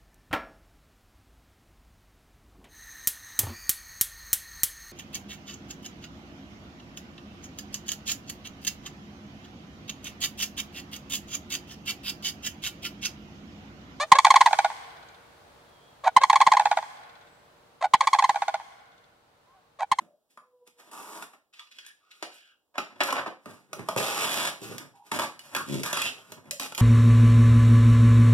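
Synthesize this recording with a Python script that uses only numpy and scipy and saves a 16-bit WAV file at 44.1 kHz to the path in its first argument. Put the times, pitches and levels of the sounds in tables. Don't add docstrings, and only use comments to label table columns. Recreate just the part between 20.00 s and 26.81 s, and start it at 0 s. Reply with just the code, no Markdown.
import sys
import numpy as np
from scipy import signal
from scipy.fft import rfft, irfft, next_fast_len
from scipy.io import wavfile

SR = 44100
rng = np.random.default_rng(int(sys.argv[2]) if len(sys.argv) > 2 else 0)


def pcm_store(signal):
    levels = np.round(np.clip(np.atleast_2d(signal), -1, 1) * 32767)
    wavfile.write(sys.argv[1], SR, levels.astype(np.int16).T)


N = 300315
TIME_S = np.arange(N) / SR

# start/s, end/s, air/dB, panel/dB, film/dB, swell/(dB/s), sizzle/dB
TAPE_PULLS = [(0.911, 1.232, -54.5, -49, -56.5, 7, 13.5), (3.97, 4.479, -42.5, -30.5, -31, 1, 4),
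              (5.113, 5.168, -34, -30.5, -34, -62, 5), (5.188, 5.246, -38, -27, -31, -87, 2.5),
              (5.557, 5.622, -39, -48, -40.5, -80, 6.5), (5.831, 5.909, -47, -37, -35, -30, 6.5),
              (5.926, 6.089, -50, -40.5, -34, 33, -3), (6.605, 6.662, -45.5, -39, -37, -78, 5),
              (6.779, 6.82, -43, -33.5, -37.5, 0, 8.5)]
# start/s, end/s, f_start/Hz, f_end/Hz, half-width/Hz, level/dB
RASP_GLIDES = [(0.0, 0.155, 632, 571, 110, -63.5), (0.374, 0.388, 1180, 1127, 120, -45),
               (0.923, 1.23, 1012, 1062, 222, -44.5), (1.59, 1.625, 1200, 1097, 152, -52),
               (1.819, 1.923, 1638, 1800, 180, -56), (2.007, 2.217, 1260, 1413, 130, -67),
               (2.32, 2.538, 1595, 1472, 168, -65), (2.328, 2.537, 3100, 2910, 262, -62),
               (3.962, 4.026, 519, 477.5, 91, -33), (4.017, 4.172, 598, 1001, 109, -34.5),
               (4.164, 4.482, 1148, 1414, 240, -38.5), (4.199, 4.499, 3050, 3250, 402, -38.5),
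               (4.935, 5.043, 873, 880, 90.5, -54), (5.19, 5.244, 1074, 949, 171, -30.5),
               (5.553, 5.626, 1450, 1330, 282, -31), (5.85, 6.028, 1396, 1498, 376, -34),
               (5.934, 6.003, 3475, 3020, 190, -36), (6.015, 6.088, 2573, 2754, 110, -31.5),
               (6.028, 6.096, 3150, 3013, 150, -35.5), (6.503, 6.555, 589, 590, 50, -43.5)]
# t/s, air/dB, panel/dB, film/dB, f_spot/Hz
TAPE_SNAPS = [(0.374, -56.5, -45, -60, 1162), (1.2241, -47, -39, -41, 1400), (1.864, -80, -74, -46.5, 1690),
              (3.0351, -58, -44, -29.5, 1260), (3.1262, -32, -24, -32, 1113),
              (3.458, -55, -40.5, -51.5, 592), (3.7308, -65, -32.5, -36, 610),
              (3.7932, -31, -37.5, -50, 490), (3.8869, -38, -23, -33.5, 651),
              (3.9625, -25.5, -24.5, -38, 565), (4.0039, -52, -29.5, -53, 507),
              (4.6166, -37.5, -58, -50, 517), (4.7121, -36.5, -51, -55, 427),
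              (4.7816, -58, -51, -35.5, 1200), (5.1172, -50, -25, -32.5, 890),
              (5.1893, -41, -27.5, -32.5, 1267), (5.392, -75, -52, -43, 2950),
              (5.5494, -42, -26.5, -27.5, 1673), (5.5641, -58, -28.5, -30, 1330),
              (5.8331, -60, -34, -30, 1400), (5.8611, -66, -30, -31, 1230),
              (5.9295, -37.5, -26.5, -27, 1714), (5.972, -58, -27.5, -30, 1217),
              (6.0172, -49, -42, -28.5, 2710), (6.32, -48, -41.5, -41.5, 617),
              (6.5099, -64, -42, -28.5, 580), (6.5973, -43.5, -35, -29.5, 1156),
              (6.7222, -65, -40, -42.5, 894), (6.7487, -56, -57, -35, 3160),
              (6.7785, -44, -37.5, -29, 1240)]
# t_peak/s, rise/s, fall/s, air/dB, panel/dB, film/dB
HAND_RUBS = [(0.005, 0.03, 0.073, -52.5, -56, -66), (0.305, 0.013, 0.085, -69, -73, -66.5),
             (0.676, 0.014, 0.02, -66, -56, -56), (0.798, .025, 0.048, -66, -50.5, -55.5),
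             (0.87, 0.052, 0.24, -58, -56, -62.5), (1.338, 0.018, 0.028, -66, -47.5, -61),
             (2.165, 0.045, .08, -90, -76, -64), (2.345, .03, 0.059, -86, -60, -56.5),
             (3.075, 0.052, 0.036, -58, -51, -38), (3.466, 0.013, 0.075, -41, -51, -74),
             (3.504, 0.075, 0.14, -59, -49.5, -56), (3.811, 0.093, 0.053, -40.5, -44, -57),
             (3.92, 0.069, 0.057, -49, -41, -48), (4.52, 0.031, 0.082, -52.5, -44, -64),
             (4.635, .04, 0.16, -42.5, -46.5, -45.5), (4.72, 0.066, 0.093, -45, -42.5, -50.5),
             (4.81, 0.035, 0.088, -49, -48, -72), (4.959, 0.012, 0.069, -70, -64, -64.5),
             (5.068, 0.026, .1, -63, -53, -55.5), (5.35, 0.044, 0.081, -61.5, -53.5, -77),
             (5.45, 0.056, 0.16, -64, -50, -53), (5.54, 0.032, 0.012, -46, -40, -51),
             (6.17, 0.14, 0.18, -62, -50.5, -58.5), (6.326, 0.076, 0.043, -53, -51.5, -55),
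             (6.376, 0.014, 0.029, -45.5, -48.5, -72), (6.458, 0.033, 0.12, -50.5, -52.5, -65.5),
             (6.72, .04, 0.042, -53.5, -54, -55)]
# t/s, air/dB, panel/dB, film/dB, f_spot/Hz
CUTTER_CLACKS = [(1.594, -93, -56.5, -39.5, 3370), (1.7862, -74, -56, -39.5, 3170),
                 (2.2256, -48, -28.5, -27, 2523), (2.7559, -66, -40, -52, 740),
                 (2.7805, -34, -23, -25, 1283), (3.0053, -44, -19.5, -24, 1310),
                 (3.0116, -54, -21, -23.5, 1350), (3.1045, -38, -30, -28.5, 1140),
                 (3.1652, -47, -27, -33, 930), (3.2619, -45, -30, -43, 1140)]
# start/s, end/s, air/dB, panel/dB, film/dB, swell/(dB/s)
CUTTER_SCRAPES = [(1.526, 1.69, -83, -86, -52, -53), (1.708, 1.91, -81, -74, -55, 0),
                  (1.974, 2.23, -91, -81.5, -75, 54), (2.105, 2.126, -92, -65.5, -45, -2),
                  (2.307, 2.518, -85, -65, -50, -82), (2.74, 2.784, -67, -45, -56, -1),
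                  (2.886, 3, -61.5, -55, -64, -6), (3.011, 3.219, -48, -30.5, -43.5, -8),
                  (3.258, 3.28, -45.5, -39, -49, 0)]
# t/s, slip rate/Hz, level/dB
BOX_DRAG = [(5.659, 68.5, -50), (5.691, 66, -29), (5.719, 74, -28.5), (5.748, 63.4, -23.5),
            (5.772, 68.5, -31), (5.81, 68, -33), (5.826, 114, -38)]
# f/Hz, width/Hz, level/dB
AIR_MODES = [(136.6, 16, -4.5), (155, 70, 14.5), (213, 59, 0), (234, 78, 2), (341.4, 91, -3),
             (444, 390, 3.5)]
PANEL_MODES = [(493, 37, -22), (617, 71, 6), (745, 150, 9), (1010, 640, 20.5), (1273, 88, 6),
               (1710, 120, 5.5), (1800, 410, -12.5), (2380, 2100, 6.5)]
FILM_MODES = [(2480, 830, 12.5), (2950, 1600, 1), (3650, 2470, 5.5), (5320, 5100, -4.5), (7600, 2700, -9),
              (10000, 960, -14.5), (13000, 3000, -23)]
# f/Hz, t60/s
ROOM_T60 = [(150, 0.33), (500, 0.31), (1200, 0.28), (3000, 0.31), (7000, 0.31), (14000, 0.25)]
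# f/Hz, density/dB
HUSH_SPECTRUM = [(18, -53), (30, -10), (485, 4.5), (698, 4), (1200, -4.5), (2130, -15), (2920, -12),
                 (4310, -9.5), (5300, -13.5), (15000, -11.5)]
# f/Hz, likeness/1
PORT_LIKENESS = [(60, 0.9), (150, 0.34), (300, 0.25), (550, 0.77), (1100, 1), (2200, 0.91), (4400, 0.88),
                 (6500, 0.73), (10000, 0.48), (15000, 0)]

AIR_BAND_HZ, PANEL_BAND_HZ, FILM_BAND_HZ = (88, 475), (263, 2254), (790, 13400)
BOX_LIFT_S, TOP_HZ = 3.42, 15900


def tape_peel(parts, surge_db=2.0, surge_hz=260, tug_db=1.64, tug_hz=30):
    force = slips(rate_hz=1500, scatter_db=2.5, hiss=0.28)
    force *= undb(surge_db * walk(surge_hz) + tug_db * walk(tug_hz))
    start_s, end_s, *levels_db, swell_db_per_s, sizzle_db = np.transpose(TAPE_PULLS)
    moves = [stroke(*pull, attack_s=0.0056, release_s=0.02)
             for pull in zip(start_s, end_s, swell_db_per_s)]
    pull_index = np.maximum(np.searchsorted(start_s, TIME_S) - 1, 0)
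    return colour(shake(force, moves, levels_db, parts), boom_db=-5.5, sizzle_db=sizzle_db[pull_index])


def rasps(ramp_s=0.0027, trim_db=-1):
    out = np.zeros(N)
    for start_s, end_s, start_hz, end_hz, half_width_hz, level_db in RASP_GLIDES:
        t = np.arange(max(int((end_s - start_s) * SR), 256)) / SR
        kicks = rng.standard_normal((len(t), 2)) @ [1, 1j]
        amplitude = signal.sosfilt(signal.butter(3, half_width_hz, fs=SR, output="sos"), kicks)
        phase = 2 * np.pi * np.cumsum(np.linspace(start_hz, end_hz, len(t))) / SR
        ring = np.real(amplitude * np.exp(1j * phase))
        ramps = np.minimum(np.minimum(t, t[::-1]) / ramp_s, 1)
        at = int(start_s * SR)
        out[at:at + len(t)] += undb(level_db + trim_db) * np.sqrt(len(t)) * unit(ring) * ramps
    return out


def tape_snaps(parts):
    cracks = blows(TAPE_SNAPS, parts, crack_t60_s=0.019, tick=0.27, spot_db=-2, spot_t60_s=0.052)
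    return colour(cracks, boom_db=-2, sizzle_db=6.5)


def hand_rubs(parts, grip_db=1.0, grip_hz=70):
    force = slips(rate_hz=650, scatter_db=2.0, hiss=1.0) * undb(grip_db * walk(grip_hz))
    peak_s, rise_s, fall_s, *levels_db = np.transpose(HAND_RUBS)
    moves = map(swell, peak_s, rise_s, fall_s)
    return colour(shake(force, moves, levels_db, parts), boom_db=1, sizzle_db=7.5)


def cutter_clacks(parts):
    hits = blows(CUTTER_CLACKS, parts, crack_t60_s=0.037, tick=0.21, spot_db=-4.5, spot_t60_s=0.011)
    return colour(hits, boom_db=1.5, sizzle_db=-10)


def cutter_scrapes(parts, chatter_db=4.5, chatter_hz=120):
    force = slips(rate_hz=720, scatter_db=2.5, hiss=0.78) * undb(chatter_db * walk(chatter_hz))
    start_s, end_s, *levels_db, swell_db_per_s = np.transpose(CUTTER_SCRAPES)
    moves = [stroke(*slide, attack_s=0.008, release_s=0.0073)
             for slide in zip(start_s, end_s, swell_db_per_s)]
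    return colour(shake(force, moves, levels_db, parts), boom_db=7, sizzle_db=-8)


def box_drag(parts, scrape_db=-19, crinkle_db=-14, jitter=0.008):
    air, panel, film = parts
    times_s, rate_hz, level_db = np.transpose(BOX_DRAG)
    cycles = np.cumsum(np.interp(TIME_S, times_s, rate_hz) * (1 + jitter * walk(60))) / SR
    jolts = np.sqrt(N) * unit(np.diff(np.floor(cycles), prepend=0))
    boom = signal.fftconvolve(jolts * envelope(times_s, level_db), air)
    grit_db = (level_db + level_db.max()) / 2
    grit = slips(rate_hz=470, scatter_db=3.0, hiss=0.75) * envelope(times_s, grit_db)
    scrape = signal.fftconvolve(grit, undb(scrape_db) * panel + undb(crinkle_db) * film)
    return colour((boom + scrape)[:N], boom_db=-2.5, sizzle_db=3)


def slips(rate_hz, scatter_db, hiss):
    sizes = undb(scatter_db * np.minimum(rng.exponential(size=N), 4)) * rng.choice([-1, 1], N)
    grains = unit(sizes * (rng.random(N) < rate_hz / SR))
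    return np.sqrt(N) * unit(grains + hiss * unit(rng.standard_normal(N)))


def stroke(start_s, end_s, swell_db_per_s, attack_s, release_s):
    at = int(start_s * SR)
    t = TIME_S[at:int((end_s + release_s) * SR)] - start_s
    ramps = np.minimum(t / attack_s, 1 - (t + start_s - end_s) / release_s)
    return at, np.clip(ramps, 0, 1) * undb(swell_db_per_s * t)


def swell(peak_s, rise_s, fall_s):
    at = max(int((peak_s - 2 * rise_s) * SR), 0)
    t = TIME_S[at:int((peak_s + 2 * fall_s) * SR)] - peak_s
    return at, 10 ** np.minimum(t / rise_s, -t / fall_s)


def shake(force, moves, levels_db, parts):
    gains = np.zeros((len(parts), N))
    for (at, gain), move_db in zip(moves, np.transpose(levels_db)):
        gains[:, at:at + len(gain)] += np.outer(undb(move_db), gain)
    return sum(signal.oaconvolve(force * gain, part)[:N] for gain, part in zip(gains, parts))


def blows(rows, parts, crack_t60_s, tick, spot_db, spot_t60_s, rms_window_s=0.0092, size=4096):
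    out, t = np.zeros(N + size), np.arange(size) / SR
    for start_s, air_db, panel_db, film_db, spot_hz in rows:
        push = unit(rng.standard_normal(size) * decay(t, crack_t60_s))
        push[0] += tick
        body = sum(undb(db) * unit(signal.fftconvolve(push, part)[:size])
                   for db, part in zip((air_db, panel_db, film_db), parts))
        ring = np.sin(2 * np.pi * spot_hz * t) * decay(t, spot_t60_s)
        spot = unit(bandpass(ring, (spot_hz / 2, spot_hz * 2), order=2))
        struck_db = panel_db if spot_hz < PANEL_BAND_HZ[1] else film_db
        at = int(start_s * SR)
        out[at:at + size] += body + undb(spot_db + struck_db) * spot
    return np.sqrt(rms_window_s * SR) * out[:N]


def part_response(modes, band_hz, size=4096):
    t = np.arange(size) / SR
    rings = sum(undb(db) * width_hz * np.exp(-np.pi * width_hz * t) * np.cos(2 * np.pi * hz * t)
                for hz, width_hz, db in modes)
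    return unit(bandpass(rings, band_hz))


def colour(x, boom_db, sizzle_db, boom_hz=190, sizzle_hz=6200, held_down_db=-16):
    boom = signal.sosfiltfilt(signal.butter(4, boom_hz, fs=SR, output="sos"), x)
    top = signal.sosfiltfilt(signal.butter(2, sizzle_hz, "high", fs=SR, output="sos"), x)
    boom_gain = undb(boom_db) * np.where(TIME_S < BOX_LIFT_S, undb(held_down_db), 1)
    return x + (boom_gain - 1) * boom + (undb(sizzle_db) - 1) * top


def room(x, direct_db=-2, move_hz=6):
    angle = np.pi / 2 * walk(move_hz)
    here, there = reflections(), reflections()
    wet = signal.fftconvolve(x * np.cos(angle), here) + signal.fftconvolve(x * np.sin(angle), there)
    return (undb(direct_db) * x + wet[:N]) / np.sqrt(undb(direct_db) ** 2 + np.sum(here ** 2))


def reflections(early_db=-7, early_t60_s=0.025, late_db=-4, build_s=0.0028, size=32768):
    t, hz = np.arange(size) / SR, np.fft.rfftfreq(size, 1 / SR)
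    noise = rfft(rng.standard_normal(size))
    octave = np.round(np.log2(np.maximum(hz, 64)))
    tail = sum(irfft(noise * (octave == k)) * decay(t, log_interp(ROOM_T60, 2 ** k))
               for k in np.unique(octave))
    early = rng.standard_normal(size) * decay(t, early_t60_s) * (t > 0.001)
    return undb(early_db) * unit(early) + undb(late_db) * unit(tail * (1 - np.exp(-t / build_s)))


def far_tone(peak_s=0.555, pitch_hz=495, sag_hz_per_s=60, waver=0.009, flutter_db=4.7, octave_db=-15):
    at, gain = swell(peak_s, rise_s=0.15, fall_s=0.32)
    hz = (pitch_hz - sag_hz_per_s * (TIME_S - peak_s)) * (1 + waver * walk(40))
    phase = 2 * np.pi * np.cumsum(hz) / SR
    level = undb(-58 + flutter_db * walk(35)) * np.pad(gain, (at, N - at - len(gain)))
    return np.sqrt(2) * level * (np.sin(phase) + undb(octave_db) * np.sin(2 * phase))


def room_hush(gain_db=-77.5):
    shape = undb(log_interp(HUSH_SPECTRUM, np.fft.rfftfreq(N, 1 / SR)))
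    hush = irfft(rfft(rng.standard_normal(N)) * shape, N)
    return undb(gain_db) * np.sqrt(N) * unit(hush)


def ports(sum_field, difference_field, ripple_hz=2160, left_db=-0.66, left_top_db=-3):
    size = next_fast_len(N + SR // 10)
    hz = np.fft.rfftfreq(size, 1 / SR)
    swing = np.where(hz < ripple_hz / 2, 1, -np.cos(2 * np.pi * hz / ripple_hz))
    likeness = np.clip(log_interp(PORT_LIKENESS, hz), 0, 0.98) * swing
    mid = rfft(sum_field, size) * np.sqrt((1 + likeness) / 2)
    side = 1j * rfft(difference_field, size) * np.sqrt((1 - likeness) / 2)
    left_gain = undb(left_db + left_top_db * (hz / TOP_HZ) ** 2)
    return np.array([irfft((mid + side) * left_gain, size), irfft(mid - side, size)])[:, :N]


def undb(db):
    return 10 ** (np.asarray(db) / 20)


def unit(x):
    return x / np.sqrt(np.sum(x ** 2))


def log_interp(points, hz):
    points_hz, values = np.transpose(points)
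    return np.interp(np.log(np.maximum(hz, 1)), np.log(points_hz), values)


def envelope(times_s, level_db):
    return undb(np.interp(TIME_S, times_s, level_db)) * (TIME_S >= times_s[0]) * (TIME_S <= times_s[-1])


def decay(t, t60_s):
    return np.exp(-np.log(1000) * t / t60_s)


def walk(rate_hz):
    knots = rng.standard_normal(N // 20)
    return np.interp(TIME_S * rate_hz, np.arange(len(knots)), knots)


def bandpass(x, band_hz, order=4):
    sos = signal.butter(order, np.minimum(band_hz, SR / 2 - 100), "band", fs=SR, output="sos")
    return signal.sosfilt(sos, x)


def scene():
    parts = (part_response(AIR_MODES, AIR_BAND_HZ), part_response(PANEL_MODES, PANEL_BAND_HZ),
             part_response(FILM_MODES, FILM_BAND_HZ))
    drag = box_drag(parts)
    tape = tape_peel(parts) + rasps() + tape_snaps(parts)
    handling = tape + hand_rubs(parts) + cutter_scrapes(parts) + cutter_clacks(parts) + drag
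    ahead, sideways = room(handling), room(handling)
    return undb(-1.5) * ports(ahead + room_hush() + far_tone(), sideways + room_hush())


def record(dry):
    return signal.sosfilt(signal.ellip(10, 0.2, 80, TOP_HZ, fs=SR, output="sos"), dry)


dry = scene()
out = record(dry)
pcm_store(out)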